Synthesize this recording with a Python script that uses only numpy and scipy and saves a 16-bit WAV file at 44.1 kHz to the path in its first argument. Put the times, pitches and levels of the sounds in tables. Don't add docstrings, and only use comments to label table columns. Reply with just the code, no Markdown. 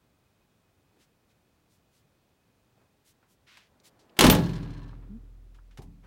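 import sys
import numpy as np
from scipy import signal
from scipy.fft import rfft, irfft
from scipy.io import wavfile

SR = 44100
rng = np.random.default_rng(int(sys.argv[2]) if len(sys.argv) > 2 else 0)


def master(y):
    cut = np.clip(np.atleast_2d(y).T, -1, 1)
    pcm = np.round(cut * 32767)
    wavfile.write(sys.argv[1], SR, pcm.astype(np.int16))


N = 267585

# (time [s], crack [dB], hardness [0-1], latch relative to crack [dB], clang [dB], push on the body [dB])
BLOWS = [(4.1667, -47.5, 0.66, -16, -50.5, -61.5), (4.1897, -7, 0.9, -20.5, -21, -13),
         (4.2082, -6, 0.92, -12, -22, -16.5), (4.2185, -26, .4, -16.5, -18.5, -20.5),
         (4.2389, -15.5, 0.6, -16.5, -15.5, -0.5), (4.2658, -13.5, 0.84, -15.5, -26.5, -14.5),
         (4.2984, -6.5, 1, -18, -20.5, -20.5), (4.322, -25, 0, -12, -27, -33.5),
         (4.3490, -23, .8, -21, -59, -15.5)]
def slam():
    out, t = np.zeros(N), clock(32768)[0]
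    body, latch = body_boom(), latch_ring(t)
    for s, crack_db, hardness, latch_db, clang_db, push_db in BLOWS:
        add(out, s, amp(crack_db) * (crack(hardness, len(t)) + amp(latch_db) * latch))
        add(out, s, amp(clang_db) * panel_clang(t))
        add(out, s, amp(push_db) * body)
    return out

def heaviest_blow():
    return max(BLOWS, key=lambda row: row[-1])[0]

# (frequency [Hz], level [dB])
CRACK_SPECTRUM = [(150, -29.5), (500, -1), (900, 1), (2000, -0.5), (3200, 5.5), (5000, -5), (9000, -7.5),
                  (13000, -12.5), (16000, -14)]
def crack(hardness, size, soft_t60=0.13, hard_t60=0.028):
    t, hz = clock(size)
    t60 = soft_t60 * (hard_t60 / soft_t60) ** hardness
    tilt_db_per_octave = -6 + 8 * hardness
    spectrum = read(CRACK_SPECTRUM, hz) + tilt_db_per_octave * np.log2((hz + 1) / SR)
    return noise(spectrum) * fade(t, t60, rise=0.0011)

# (frequency [Hz], level [dB], t60 [s])
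LATCH_MODES = [(2940, -2.5, 0.1), (2980, -5.5, 0.16), (3250, -4.5, 0.064), (3537, 2, 0.059),
               (4150, -8, 0.12), (6500, -9.5, 0.091), (8440, -6.5, 0.055), (10930, -5, 0.071)]
def latch_ring(t):
    return modes(LATCH_MODES, t)

# (frequency [Hz], level [dB])
CLANG_SPECTRUM = [(120, -22), (250, -1), (400, 1), (650, -0.5), (1100, -0.5), (2000, -5.5), (3200, -8),
                  (5000, -12), (10000, -18.5), (16000, -28.5)]
# (frequency [Hz], t60 [s])
CLANG_DECAY = [(200, 1), (600, 0.36), (1500, 0.23), (4000, 0.27), (9000, 0.2), (16000, 0.25)]
# (frequency [Hz], level [dB], t60 [s])
SKIN_MODES = [(380.5, -5.5, 0.17), (505, -10, 0.29), (618.4, -7.5, 0.57), (817, -9, .26), (852, -12, 0.38),
              (980, -19.5, 0.22), (1337, -11, 0.17), (1687, -20, 0.48), (1918, -15.5, 0.19)]
def panel_clang(t):
    return wash(CLANG_SPECTRUM, CLANG_DECAY, rise=0.0018, size=len(t)) + amp(-1) * modes(SKIN_MODES, t)

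# (frequency [Hz], level [dB], t60 [s])
BODY_MODES = [(42.5, -34.5, 5.9), (45.3, -17.5, 0.4), (61.63, -21.5, .5), (84, -45, 4.8), (88.3, -20, 0.81),
              (111.8, -26.5, 2.2), (126.6, -26, 1.6), (137, -18.5, 0.49), (154, -23.5, 1.32),
              (172.6, -12, .8), (186, -29, 1.14), (193.5, -25, 0.62), (210.7, -17.5, 0.92), (247, -34, 1.5),
              (269, -20.5, .35), (278, -23, 1.9), (288.7, -31, 1.1), (290.6, -24.5, 0.91),
              (380, -32.5, 0.97), (390, -26.5, 0.36), (408.3, -19.5, 0.32)]
def body_boom(rise=0.0051):
    t = clock(98304)[0]
    return modes(BODY_MODES, t) * (1 - np.exp(-t / rise))

# (time [s], frequency [Hz], level [dB])
SEAL_BOUNCES = [(4.190, 356, -14.5), (4.19, 217, -19.5), (4.239, 247.6, -3), (4.255, 198, -8),
                (4.274, 242, -4.5), (4.308, 203.5, -10), (4.422, 143, -26)]
def seal_thumps():
    out, t = np.zeros(N), clock(8192)[0]
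    for s, hz, db in SEAL_BOUNCES:
        add(out, s, amp(db) * np.sin(2 * np.pi * hz * t) * fade(t, t60=0.09, rise=0.0019))
    return out

# (frequency [Hz], level [dB])
CAB_SPECTRUM = [(70, -5), (150, -2), (350, 5), (600, 4.5), (1100, -1), (1800, -4.5), (2600, -5), (4300, -4),
                (7000, -17), (12000, -21.5), (16000, -29.5)]
# (frequency [Hz], t60 [s])
CAB_DECAY = [(200, 3.5), (600, 1.6), (1300, 1.8), (4000, 1.1), (9000, 0.95), (16000, .9)]
def cab_ring():
    return place(heaviest_blow(), amp(-38) * wash(CAB_SPECTRUM, CAB_DECAY, rise=0.022, size=81920))

def bolt_drop(at_s=4.306, spring_hz=14625):
    t, hz = clock(32768)
    zing = amp(-10) * np.sin(2 * np.pi * spring_hz * t) * fade(t, t60=0.08, rise=0.004)
    fizz = amp(-51) * noise(hump(hz, 12500, octaves=0.8)) * fade(t, t60=0.7)
    return place(at_s, zing + fizz)

# (frequency [Hz], level [dB], t60 [s])
FITTING_MODES = [(1000, 1.5, 0.11), (1107.4, 2, 0.061), (1395, -5.5, 0.081), (1647, -2, 0.11),
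                 (1752, -0.5, 0.074), (3165, -11, .07), (4155, 1.5, .06), (4310, 0.5, 0.055),
                 (5240, -3.5, .06), (5981, -7.5, 0.065), (6800, -11, .06), (9150, -9, 0.053)]
RATTLE_TIMES = [4.3855, 4.4357, 4.4586, 4.4917, 4.5328, 4.5535, 4.564, 4.628, 4.7044, 4.7345, 4.775, 4.829,
                4.8784]
def rattles(first_db=-39.5, fall_db_per_s=44.5):
    out, (t, hz) = np.zeros(N), clock(8192)
    ring = amp(-10) * modes(FITTING_MODES, t)
    for s in RATTLE_TIMES:
        db = first_db - fall_db_per_s * (s - RATTLE_TIMES[0])
        tap = noise(hump(hz, 3000, octaves=0.86)) * fade(t, t60=0.06, rise=0.0019)
        add(out, s, amp(db) * (tap + ring))
    return out

def buzz(from_s=4.344, until_s=4.98, release_s=0.1, contacts_per_s=700):
    t, hz = clock(32768)
    sway = 1 + np.sin(2 * np.pi * BODY_MODES[0][0] * t)
    contacts = rng.standard_normal(len(t)) * (rng.random(len(t)) < sway * contacts_per_s / SR)
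    clicks = unit(irfft(rfft(contacts) * amp(hump(hz, 1300, octaves=1.15))))
    ring = unit(signal.fftconvolve(clicks, modes(FITTING_MODES, t))[:len(t)])
    age = from_s + t - heaviest_blow()
    shaking = age[0] / age * np.clip((until_s - from_s - t) / release_s, 0, 1)
    return place(from_s, amp(-45) * shaking * unit(ring + amp(-3) * clicks))

def groan(at_s=5.09, start_hz=183.8, rise_hz_per_s=614):
    t = clock(8192)[0]
    phase = 2 * np.pi * np.cumsum(start_hz + rise_hz_per_s * t) / SR
    level = amp(-40) * swell(t, attack=0.014, hold=0.061, release=0.027)
    return place(at_s, level * (np.sin(phase) + amp(-24) * np.sin(2 * phase)))

# (time [s], thud [dB], centre [Hz], width [octaves], t60 [s], push [dB])
KNOCKS = [(5.787, -36, 135, 0.45, 0.094, -38), (5.791, -43, 398, 0.11, 0.11, -44),
          (5.836, -36.5, 90, 1, 0.065, -32.5)]
def knocks(cutoff_hz=250):
    out = taps([row[:-1] for row in KNOCKS], rise=0.0036)
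    body = signal.sosfilt(signal.butter(2, cutoff_hz, fs=SR, output="sos"), body_boom())
    for s, *_, push_db in KNOCKS:
        add(out, s, amp(push_db) * body)
    return out

def door_swing(swish_s=3.462, rush_s=3.7, rise_db_per_s=17):
    stroke = swell(clock(16384)[0], attack=0.021, hold=0.078, release=0.14)
    swish = amp(-59.5) * stroke * friction(2170, octaves=0.9)
    t, hz = clock(32768)
    s_to_go = heaviest_blow() - rush_s - t
    closing = amp(-62 - rise_db_per_s * s_to_go) * (s_to_go > 0)
    rush = closing * noise(hump(hz, 290, octaves=1.4))
    return place(swish_s, swish) + place(rush_s, rush)

# (time [s], level [dB], centre [Hz], width [octaves], t60 [s])
METAL_TICKS = [(3.228, -64.5, 845, 1, 0.19), (3.571, -51, 1490, 1.43, 0.074), (3.8, -61, 4130, 0.69, .03),
               (3.992, -64.5, 3860, 0.83, 0.22), (4.095, -62, 3070, .5, 0.037),
               (4.931, -50.5, 980, 0.4, .044), (5.026, -63.5, 1185, 0.8, 0.13),
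               (5.545, -63.5, 1283, 1.5, 0.15), (5.587, -55, 1270, .32, 0.054),
               (5.710, -64, 1880, 1.06, .15), (5.7736, -48.5, 1260, 1.6, 0.1),
               (5.788, -52.5, 812, 0.33, .23), (5.819, -57.5, 2000, 1.96, 0.12)]
def ticks():
    return taps(METAL_TICKS, rise=0.00031)

# (mid time [s], length [s], level [dB], centre [Hz])
SCUFFS = [(0.969, .15, -68.5, 199), (1.024, .08, -67.5, 2950), (1.309, 0.056, -74, 2300),
          (1.736, .11, -73, 4970), (1.967, .12, -72, 3980), (2.812, 0.15, -69.5, 384),
          (3.088, .095, -65, 4800), (3.318, 0.084, -71, 6000), (3.866, 0.067, -58.5, 3860),
          (6.052, 0.054, -62, 666)]
def scuffs():
    out, t = np.zeros(N), clock(16384)[0]
    for s, length, db, centre_hz in SCUFFS:
        stroke = np.sin(np.pi * np.minimum(t / length, 1))
        add(out, s - length / 2, amp(db) * stroke * friction(centre_hz, octaves=1.26))
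    return out

# (frequency [Hz], level [dB])
AIR_SPECTRUM = [(15, -40.5), (25, -6), (43, -4), (70, -2.5), (102, 1), (185, -3), (734, -12.5),
                (2280, -21), (2480, -19), (2690, -22), (3520, -22), (5430, -26), (13600, -31.5),
                (16000, -26)]
def outdoors(trill_hz=2520, trill_end_s=3.381):
    t, hz = clock(N + N % 2)
    air = amp(-69) * noise(read(AIR_SPECTRUM, hz))
    facing = np.clip((trill_end_s - t) / 0.5, 0, 1)
    trill = amp(-90) * noise(hump(hz, trill_hz, octaves=0.014)) * facing
    return (air + trill)[:N]

def modes(table, t):
    return sum(amp(db) * fade(t, t60) * np.sin(2 * np.pi * hz * t) for hz, db, t60 in table)

def wash(spectrum, decay, rise, size):
    t, hz = clock(size)
    band_hz, frame_s, bands = signal.stft(noise(read(spectrum, hz)), SR, nperseg=512)
    bands *= np.exp(-np.log(1000) * frame_s / read(decay, band_hz)[:, None])
    return signal.istft(bands, SR, nperseg=512)[1][:size] * (1 - np.exp(-t / rise))

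def taps(table, rise):
    out, (t, hz) = np.zeros(N), clock(16384)
    for s, db, centre_hz, octaves, t60 in table:
        add(out, s, amp(db) * noise(hump(hz, centre_hz, octaves)) * fade(t, t60, rise))
    return out

def friction(centre_hz, octaves, grain_db=2):
    hz = clock(16384)[1]
    grain = amp(grain_db * noise(hump(hz, 230, octaves=3.3)))
    return grain * noise(hump(hz, centre_hz, octaves))

def noise(db):
    return unit(irfft(amp(db) * np.exp(2j * np.pi * rng.random(len(db)))))

def hump(hz, centre_hz, octaves):
    return -10 / np.log(10) * (np.log2((hz + 1) / centre_hz) / octaves) ** 2

def read(points, hz):
    point_hz, value = np.transpose(points)
    return np.interp(np.log(hz + 1), np.log(point_hz + 1), value)

def fade(t, t60, rise=0.00022):
    return (1 - np.exp(-t / rise)) * np.exp(-np.log(1000) * t / t60)

def swell(t, attack, hold, release):
    return np.clip(np.minimum(t / attack, 1 - (t - attack - hold) / release), 0, 1)

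def amp(db):
    return 10 ** (np.asarray(db) / 20)

def unit(x):
    return x / np.sqrt(np.mean(x ** 2) + 1e-20)

def clock(size):
    return np.arange(size) / SR, np.fft.rfftfreq(size, 1 / SR)

def add(mix, s, sound):
    part = mix[max(round(s * SR), 0):][:len(sound)]
    part += sound[:len(part)]

def place(s, sound):
    out = np.zeros(N)
    add(out, s, sound)
    return out

def scene():
    door = door_swing() + slam() + seal_thumps() + cab_ring() + bolt_drop()
    settling = rattles() + buzz() + groan() + knocks()
    return (door + settling + ticks() + scuffs() + outdoors())[None]

def record(dry, ceiling=0.92, low_cut_hz=33, high_cut_hz=16100):
    low_cut = signal.butter(4, low_cut_hz, "high", fs=SR, output="sos")
    high_cut = signal.firwin(511, high_cut_hz, window=("kaiser", 9), fs=SR)
    rounded = ceiling * np.tanh(signal.sosfilt(low_cut, dry) / ceiling)
    return signal.oaconvolve(rounded, high_cut[None], "same")

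dry = scene()
out = record(dry)
master(out)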